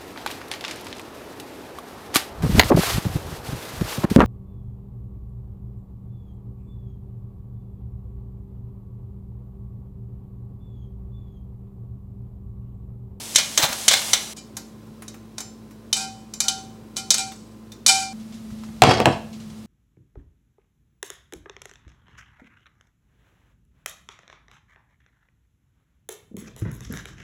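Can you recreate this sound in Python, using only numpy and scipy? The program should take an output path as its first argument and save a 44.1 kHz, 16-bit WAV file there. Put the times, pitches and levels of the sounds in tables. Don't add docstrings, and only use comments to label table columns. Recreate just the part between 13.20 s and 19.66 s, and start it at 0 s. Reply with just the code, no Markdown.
import sys
import numpy as np
from scipy import signal
from scipy.fft import rfft, irfft, next_fast_len
from scipy.io import wavfile
from scipy.ndimage import uniform_filter1d

SR = 44100
rng = np.random.default_rng(int(sys.argv[2]) if len(sys.argv) > 2 else 0)


def master_out(mix):
    frames = np.transpose(np.atleast_2d(mix))
    ceiling = np.clip(frames, -1, 1)
    pcm = np.round(ceiling * 32767).astype(np.int16)
    wavfile.write(sys.argv[1], SR, pcm)


def invert_db(x):
    u = np.asarray(x, float) / 20
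    return 10 ** u


N = 284886
T = np.arange(N) / SR

CUTS_S = [0, 1.135, 4.931, 7]

# start in seconds, relative level in dB, favoured mode in Hz,
# share under 1.5 kHz in dB.
WOK_TAPS = [(0.149, -12.5, 5240, -38), (0.1586, 2.5, 5770, -50), (0.182, -12, 3820, -29),
            (0.318, -29, 3040, -9), (0.376, -0.5, 5380, -11.5), (0.426, -8, 3100, -11.5),
            (0.4887, -22.5, 2374, 2), (0.5288, -15, 5350, -12), (0.681, 3.5, 6285, -19.5),
            (0.8162, -18, 9300, -6), (0.9331, 0, 3900, -13.5), (1.167, -26.5, 6848, -14),
            (1.352, -40, 9722, -28), (1.368, -16, 12440, -14), (1.8212, -30, 9780, -3),
            (1.88, -21.5, 6285, -20.5), (1.9422, -43, 2480, 5.5), (2.1816, -16, 5222, -14.5),
            (2.2036, -18.5, 7260, -15.5), (2.451, -49, 12440, -24.5), (2.5096, -37.5, 6285, -6.5),
            (2.7283, -3, 3040, -24), (3.137, -18.5, 7260, -21), (3.2034, -4, 6285, -21.5),
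            (3.2825, -3.5, 3040, -27.5), (3.7668, -13.5, 4290, -17), (3.905, 1, 3820, -22),
            (3.9421, -5.5, 5380, -18), (4.1188, -26.5, 3600, -9), (4.519, -26, 3600, -14),
            (4.663, 1.5, 5900, -22.5), (4.679, -2.5, 5717, -45)]
# start in seconds, length in seconds, fade t60 in seconds,
# relative level in dB, favoured mode in Hz, share under 1.5 kHz in dB.
WOK_SCRAPES = [(0, 0.0094, 0.11, -31, 6540, -6), (0.179, 0.019, 0.22, -12, 3040, -13),
               (0.392, 0.019, 0.038, -21.5, 2070, -0.5), (0.412, 0.025, 0.17, -21, 2374, -5),
               (0.509, 0.02, 0.04, -23, 5717, -3), (0.705, 0.048, 0.13, -10, 2180, -12.5),
               (0.932, 0.037, 0.99, -32.5, 3950, -10.5), (1.16, 0.024, 0.05, -30.5, 8500, -26),
               (1.367, 0.016, 0.07, -37, 6310, -13), (2.172, 0.045, 0.05, -33.5, 10660, -19),
               (2.734, 0.1, 0.1, -21.5, 2480, -15), (2.815, 0.032, 0.065, -30.5, 770, -16.5),
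               (3.233, 0.025, 0.11, -26.5, 3600, -6), (3.274, 0.014, 0.22, -24, 2374, -9),
               (3.761, 0.022, 0.11, -18, 5380, -20), (3.967, 0.044, 0.027, -17.5, 1563, -16.5),
               (4.02, 0.055, 0.075, -37, 5380, -21.5), (4.68, 0.04, 0.36, -7, 2374, -18)]
# frequency in Hz, level in dB, undamped t60 in seconds,
# change of level while food lies in it in dB.
WOK_MODES = [(771, -4.5, 0.48, 0), (926, -3.5, .04, 2), (1400, -2.5, 0.25, -3), (1563, -9.5, .12, -1),
             (2125.8, -16, 0.2, 17), (2374, -4, 0.13, -7), (2480, -14, 0.27, -5), (3040, -3, 0.15, 7),
             (3600, -4, 0.14, -6), (3950, -5, 0.22, 8), (3820, -11, 0.1, -15.5), (4410, -9, 0.14, -6),
             (5222, -21, 0.6, 6), (5380, -11.5, 0.1483, 0), (5717, -13, 0.2, 6), (6285, -17.5, 0.12, -1),
             (6848, -18, 0.3, 0), (7267, -17, 0.36, 2.5), (8565, -15, 0.16, -0.5), (9722, -17, .15, -0.5),
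             (10750, -14, .11, -3), (11455, -18, .17, -3), (12440, -20, .13, -3)]
WOK_DAMP_RATIO = [.2, .85, .85]
# frequency in Hz, level in dB.
CRACK_SPECTRUM = [(500, -47.5), (900, -25), (2000, -29), (3860, 12.5), (4870, 2.5), (6140, 14), (8090, 4),
                  (11000, 3), (16000, -20)]
# frequency in Hz, level in dB.
RUB_SPECTRUM = [(1200, -21.5), (2000, -5), (3500, 6.5), (5400, 4.5), (8000, 8), (11000, -6.5),
                (16000, -36.5)]
# frequency in Hz, level in dB.
LOW_SPECTRUM = [(200, -30.5), (600, -1.5), (1500, -3.0), (2400, -5.5), (3500, -14.5)]
# level in dB, wok parts 1 and 2.
TIP_GRIT_DB = [-9, -17]
GRAIN_RATE_PER_S = [3500, 9000]
# spread in dB, wok parts 1 and 2.
BITE_DB = [5, 3]
# Hz, one per part (last unused).
CROWD_START_HZ = [1500, 4300, 4300]
CROWD_T60_S = .2
TICKS_PER_S, TICK_DB, TICK_LOW_DB = 2, -47, -10
LINGER_DB, LINGER_T60_S = -19, 0.82
STILLED_START_S, STILLED_END_S, STILLED_T60_S = 4.12, 4.5, .12
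SOFT_RISE_S = .002
LIFT_DB, LIFT_PER_DB, GLANCING_DB = 6, -.45, -35
WET_TREBLE_DB = -8

# time in seconds, level in dB.
SIZZLE_LEVEL = [(0, -36), (.35, -36), (.65, -34), (.9, -31), (1.133, -39)]
# frequency in Hz, level in dB.
SIZZLE_SPECTRUM = [(200, -27), (430, -9), (700, -4), (1410, -11), (3130, -4), (7200, -2.5), (10900, -6),
                   (16000, -20)]

# start in seconds, relative level in dB, sharpness in dB,
# favoured mode of the bowl in Hz.
BOWL_KNOCKS = [(5.62, 8.5, -5, 2245), (5.637, 2, -8, 4720), (5.711, -0.5, -29, 2880),
               (5.802, -7.5, -9.5, 3230), (5.857, 1.5, -7.5, 2245), (5.866, -8.5, -19, 3300)]
# time in seconds, pressure in dB, level of the treble grit in dB.
BOWL_SLIDE = [(5.62, -16.5, -44), (5.66, -13.5, -19.5), (5.726, -16.5, -21), (5.76, -31.5, -29.5),
              (5.82, -11, -26), (5.843, -35, -51), (5.872, -13.5, -36), (5.943, -37.5, -33),
              (6.0, -70, -85)]
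# frequency in Hz, level in dB, t60 in seconds.
BOARD_MODES = [(81.8, -15, 0.013), (150, -10.5, 0.166), (266, -9, 0.1), (340, 7.5, 0.012), (488, 2, 0.033),
               (608, 1.5, 0.021), (670, -4, 0.086), (733, 4.5, 0.033), (890, -4, 0.038), (1060, -20, 0.039)]
# frequency in Hz, level in dB, t60 in seconds.
BOWL_MODES = [(2245, -4, 0.03), (2880, -12, 0.08), (3300, 0, 0.04), (4720, -3, 0.04), (5396, -8, 0.08),
              (6370, -13, 0.05)]
THUD_DB = 3.5

# start in seconds, relative level in dB, low share in dB.
BRUSHES = [(4.9974, -39, -17), (5.1244, -34.5, -13), (5.3043, -38.5, 6.5), (5.4355, -34.5, 8.5),
           (5.4883, -51, 20), (6.129, -31, -23), (6.1994, -34, -17), (6.2994, -37, -6)]
BRUSHES_PER_S, BRUSH_DB, BRUSH_LOW_DB = 5, -42, -15

# start in seconds, relative level in dB, frequency in Hz.
DULL_BUMPS = [(0.39, -2, 311), (0.431, 2, 150), (0.498, -4.5, 243.4), (5.314, -4, 130), (6.082, -13, 85.4)]

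# frequency in Hz, level in dB.
AIR_SPECTRA = [
    [(15, -48.5), (25, -28.5), (43, -33), (114, -7), (145, -7.5), (223, -9), (242, -9), (384, -11),
     (754, -24.5), (1040, -24), (1840, -33), (5280, -37), (16000, -45)],
    [(15, -48), (25, -12), (80, -3.5), (236, 5), (293, -20.5), (354, -9.5), (1100, -21.5), (1290, -19.5),
     (1520, -24.5), (5280, -25.5), (11300, -32), (16000, -39)],
]
# dB, stove side then board side.
AIR_LEVEL_DB = [-47, -43]
# frequency in Hz, then mean level in dB in parts 1, 2 and 3.
FRIDGE_HUM = [(58.3, -56, -56, -54.5), (109.8, -54, -54.5, -55), (219.3, -48, -46, -38),
              (328, -69, -63, -58.5), (1034, -63.5, -66.5, -70.5), (3950, -74, -75.5, -72)]
ROOM_T60_S, ROOM_DB = 0.42, -11.5


def wok(k):
    taps = wok_taps(k)
    start_s, tap_db, spot_hz, low_db = taps
    size = invert_db(tap_db)
    scrapes = np.array([row for row in WOK_SCRAPES if CUTS_S[k] <= row[0] < CUTS_S[k + 1]]).T
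    length_s, t60_s, drag_db, drag_hz, deep_db = scrapes[1:]
    pressure = strokes(scrapes[0], length_s, t60_s) * invert_db(BITE_DB[k] * walk(90))
    rub = wok_rub(k, pressure, drag_db, drag_hz)

    crack = invert_db(-7.5) * cracks(start_s, size, spot_hz)
    thud = invert_db(-6.0) * fade(spikes(start_s, size * invert_db(low_db)), 0.09) * noise(LOW_SPECTRUM)
    low_grit = unit(colour(grit(5400, 0.98), LOW_SPECTRUM))
    low_rub = invert_db(4.0) * low_grit * (invert_db(drag_db + deep_db) @ pressure)
    direct_rub = invert_db(TIP_GRIT_DB[k]) * (colour(rub, RUB_SPECTRUM) + low_rub)
    crowd_drive = invert_db(-56.0) * rub + invert_db(-30.5) * spikes(start_s, size ** 1.33)
    upper_ring = signal.fftconvolve(crowd_drive, crowd(k, count=240))[:N]
    modes = wok_modes(k, taps, pressure, drag_db, drag_hz, deep_db)
    return crack + thud + direct_rub + upper_ring + modes


def wok_taps(k):
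    at_s, loud, place, deep = strays(CUTS_S[k], CUTS_S[k + 1], TICKS_PER_S)
    tick_db = TICK_DB + 8 * (loud - .5)
    tick_low_db = TICK_LOW_DB - 16 * (deep - .5)
    ticks = np.transpose([at_s, tick_db, 2400 * 4 ** place, tick_low_db])
    listed = [row for row in WOK_TAPS if CUTS_S[k] <= row[0] < CUTS_S[k + 1]]
    return np.vstack([listed, ticks]).T


def cracks(start_s, size, spot_hz):
    out = np.zeros(N + 4096)
    t = T[:4096]
    f = np.arange(2049) * SR / 4096 + 1
    stick_hz, stick_db = np.transpose(CRACK_SPECTRUM)
    base_db = np.interp(np.log(f), np.log(stick_hz), stick_db)
    for at_s, gain, hz in zip(start_s, size, spot_hz):
        shape = invert_db(base_db + 10 * np.exp(-(np.log(f / hz) / 0.97) ** 2))
        burst = unit(irfft(rfft(rng.standard_normal(len(t))) * shape))
        decay = invert_db(-60 * t / (0.049 * gain ** 0.16))
        rise = np.minimum(t * 10 * gain / SOFT_RISE_S, 1)
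        out[int(at_s * SR):][:len(t)] += gain * burst * decay * rise
    return out[:N]


def strokes(start_s, length_s, t60_s):
    t = T - start_s[:, None]
    after = np.maximum(t - length_s[:, None], 0)
    swell = np.clip(t / (.2 * length_s[:, None]), 0, 1)
    linger = invert_db(LINGER_DB - 60 * after / LINGER_T60_S)
    return swell * np.maximum(invert_db(-60 * after / t60_s[:, None]), linger)


def wok_rub(k, pressure, drag_db, drag_hz):
    grains = grit(GRAIN_RATE_PER_S[k], 2.1)
    rub = np.zeros(N)
    for push, level_db, hz in zip(pressure, drag_db, drag_hz):
        rub += invert_db(level_db) * colour(grains * push, [(hz * 1.5, -2), (hz, 5), (hz * 2.0, 0)])
    return colour(rub, [(5000, 0.0011), (9000, WET_TREBLE_DB * (k == 0))])


def wok_modes(k, taps, pressure, drag_db, drag_hz, deep_db):
    start_s, tap_db, spot_hz, low_db = taps
    size = invert_db(tap_db)
    lift_db = (LIFT_DB + LIFT_PER_DB * tap_db) * (tap_db > GLANCING_DB)
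    stilled = (T > STILLED_START_S) * (T < STILLED_END_S)
    free = invert_db(-60 * (T - STILLED_START_S) / STILLED_T60_S * stilled)
    out = np.zeros(N)
    for hz, mode_db, ring_s, loaded_db in WOK_MODES:
        bass = hz < 1600
        weight = size ** (1.3 if hz < 4700 else .8) * invert_db(.6 * bass * low_db)
        weight = weight * favour(spot_hz, hz, lift_db, WOK_MODES)
        blow = invert_db(-22 - 2 * bass) * spikes(start_s, weight)
        wander = hz / 900 * walk(60 / WOK_DAMP_RATIO[k] ** .5)
        force = np.sin(2 * np.pi * hz * T + wander)
        share = invert_db(drag_db + bass * deep_db) * favour(drag_hz, hz, 7.3, WOK_MODES)
        push = invert_db(-67.5 + 12.9 * bass) * share @ pressure
        level = invert_db(mode_db + loaded_db * (k == 0))
        out += free * level * ring(blow + push * force, hz, ring_s * WOK_DAMP_RATIO[k])
    return out


def favour(spot_hz, hz, lift_db, modes):
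    modes_hz = np.array(modes)[:, 0]
    nearest_hz = modes_hz[np.abs(spot_hz[:, None] - modes_hz).argmin(axis=1)]
    scatter_db = 1.8 * rng.standard_normal(len(spot_hz))
    return invert_db(lift_db * (nearest_hz == hz) + scatter_db)


def crowd(k, count):
    t = T[:SR // 3]
    place, scatter = rng.random((count, 2)).T
    hz = CROWD_START_HZ[k] + 9000 * place ** 1.3
    t60_s = WOK_DAMP_RATIO[k] ** .5 * CROWD_T60_S * (5000 / hz) * (.7 + .6 * scatter)
    rub_hz, rub_db = np.transpose(RUB_SPECTRUM)
    gain = invert_db(np.interp(np.log(hz), np.log(rub_hz), rub_db)) * rng.choice([-1, 1], count)
    return unit(gain @ (np.sin(2 * np.pi * hz[:, None] * t) * invert_db(-60 * t / t60_s[:, None])))


def sizzle():
    time_s, level_db = np.transpose(SIZZLE_LEVEL)
    pops = unit(colour(grit(4090, 0.5), SIZZLE_SPECTRUM))
    level = invert_db(np.interp(T, time_s, level_db) + 1.5 * walk(20))
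    return level * unit(noise(SIZZLE_SPECTRUM) + .7 * pops)


def bowl():
    start_s, knock_db, sharp_db, spot_hz = np.transpose(BOWL_KNOCKS)
    at_s, pressure_db, grit_db = np.transpose(BOWL_SLIDE)
    sliding = (T > at_s[0]) * (T < at_s[-1])
    body = invert_db(np.interp(T, at_s, pressure_db) + 3 * walk(90)) * sliding
    sand = invert_db(np.interp(T, at_s, grit_db) + 3 * walk(90)) * sliding

    clack = noise([(800, -11.0), (2200, 10.5), (3500, 4.0), (8000, -5.5), (16000, -37.5)])
    out = invert_db(1.0) * fade(spikes(start_s, invert_db(knock_db + sharp_db)), 0.013) * clack
    thud = noise([(300, 3.0), (700, 13.5), (2400, -3), (4000, -40.5)])
    out += invert_db(-8.0) * fade(spikes(start_s, invert_db(knock_db)), 0.035) * thud
    fine = sand * grit(3000, 2.2)
    out += colour(fine, [(800, 9.5), (2000, 0.5), (5000, -2), (9000, -15.5), (16000, -37.0)])

    rub = grit(1500, 2.0)
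    for hz, mode_db, t60_s in BOARD_MODES:
        blow = invert_db(-23.0) * spikes(start_s, invert_db(knock_db) * favour(start_s, hz, 0, BOARD_MODES))
        push = invert_db(-31.0) * invert_db(THUD_DB * (hz < 300)) * body * rub
        out += invert_db(mode_db) * ring(push + blow, hz, t60_s)
    for hz, mode_db, t60_s in BOWL_MODES:
        weight = invert_db(knock_db + sharp_db) * favour(spot_hz, hz, 8, BOWL_MODES)
        blow = invert_db(-28.5) * spikes(start_s, weight)
        out += invert_db(mode_db) * ring(invert_db(-33) * fine + blow, hz, t60_s)
    return signal.sosfilt(signal.butter(4, 74, "high", fs=SR, output="sos"), out)


def rustle():
    at_s, loud, deep, _ = strays(CUTS_S[2], T[-1], BRUSHES_PER_S)
    faint_db = BRUSH_DB + 6 * (loud - .5)
    faint_low_db = BRUSH_LOW_DB + 10 * (deep - .5)
    faint = np.transpose([at_s, faint_db, faint_low_db])
    start_s, brush_db, low_db = np.vstack([BRUSHES, faint]).T
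    high_noise = noise([(1200, -6), (3500, 1.5), (7000, -2), (16000, -26.5)])
    low_noise = noise([(400, -42), (700, 4), (2000, 0.0), (3000, -24)])
    high = fade(spikes(start_s, invert_db(brush_db)), 0.2) * high_noise
    low = fade(spikes(start_s, invert_db(brush_db + low_db)), 0.036) * low_noise
    return invert_db(-14) * (high + low)


def bumps():
    out = np.zeros(N)
    for start_s, bump_db, hz in DULL_BUMPS:
        push = np.hanning(int(SR / hz)) * 2 * hz / SR
        thump = ring(spikes([start_s], 0.126), hz, 0.076)
        out += invert_db(bump_db) * np.convolve(thump, push)[:N]
    return out


def kitchen(k):
    side = k // 2
    out = invert_db(AIR_LEVEL_DB[side] + .5 * walk(4)) * noise(AIR_SPECTRA[side])
    for hz, *hum_db in FRIDGE_HUM:
        phase = 2 * np.pi * hz * T + 0.72 * walk(15)
        out += np.sqrt(2) * invert_db(hum_db[k] + 0.32 * walk(25)) * np.sin(phase)
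    return out


def room(x):
    t = T[:SR // 2]
    decay = np.exp(-np.log(1000) * t / ROOM_T60_S)
    tail = rng.standard_normal(len(t)) * decay * np.minimum(t / 0.0049, 1)
    tail = signal.lfilter([1], [1, -.45], tail)
    return x + invert_db(ROOM_DB) * signal.fftconvolve(x, tail / np.linalg.norm(tail))[:N]


def unit(x):
    return x / np.sqrt(np.mean(x ** 2) + 1e-18)


def colour(x, points):
    hz, db = np.transpose(points)
    size = next_fast_len(N)
    f = np.arange(size // 2 + 1) * SR / size + 1
    return irfft(rfft(x, size) * invert_db(np.interp(np.log(f), np.log(hz), db)), size)[:N]


def noise(points):
    return unit(colour(rng.standard_normal(N), points))


def ring(x, hz, t60_s):
    r, w = np.exp(-np.log(1000) / (t60_s * SR)), 2 * np.pi * hz / SR
    return signal.lfilter([0, np.sin(w)], [1, -2 * r * np.cos(w), r * r], x)


def fade(x, t60_s):
    return signal.lfilter([1], [1, -np.exp(-np.log(1000) / (t60_s * SR))], x)


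def spikes(times_s, sizes):
    x = np.zeros(N)
    np.add.at(x, (np.asarray(times_s) * SR).astype(int), sizes)
    return x


def walk(rate):
    k = int(SR / rate)
    held = np.repeat(rng.standard_normal(N // k + 1), k)
    return 1.3 * uniform_filter1d(uniform_filter1d(held, k), k)[:N]


def grit(rate, spread_db):
    clicks = (rng.random(N) < rate / SR) * rng.standard_normal(N)
    return unit(clicks * invert_db(spread_db * rng.exponential(size=N)))


def strays(start_s, end_s, rate):
    rows = rng.random((int(rate * (end_s - start_s)), 4))
    return start_s + (end_s - start_s) * rows[:, 0], *rows[:, 1:].T


def part(k):
    return (T >= CUTS_S[k]) & (T < CUTS_S[k + 1])


def scene():
    near = [wok(0) + sizzle(), wok(1), bowl() + rustle()]
    out = bumps()
    for k in range(3):
        out += part(k) * (room(near[k]) + kitchen(k))
    return out[None]


def roll_off(x):
    return signal.sosfilt(signal.butter(12, 16850, fs=SR, output="sos"), x)


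def record(dry):
    low_pass = signal.ellip(8, .2, 25, 15950, fs=SR, output="sos")
    high_pass = signal.butter(2, 45, "high", fs=SR, output="sos")
    filtered = signal.sosfilt(np.vstack([low_pass, high_pass]), np.clip(dry, -1, 1))
    return roll_off(np.clip(filtered, -1, 1))


dry = scene()
out = record(dry)
master_out(out)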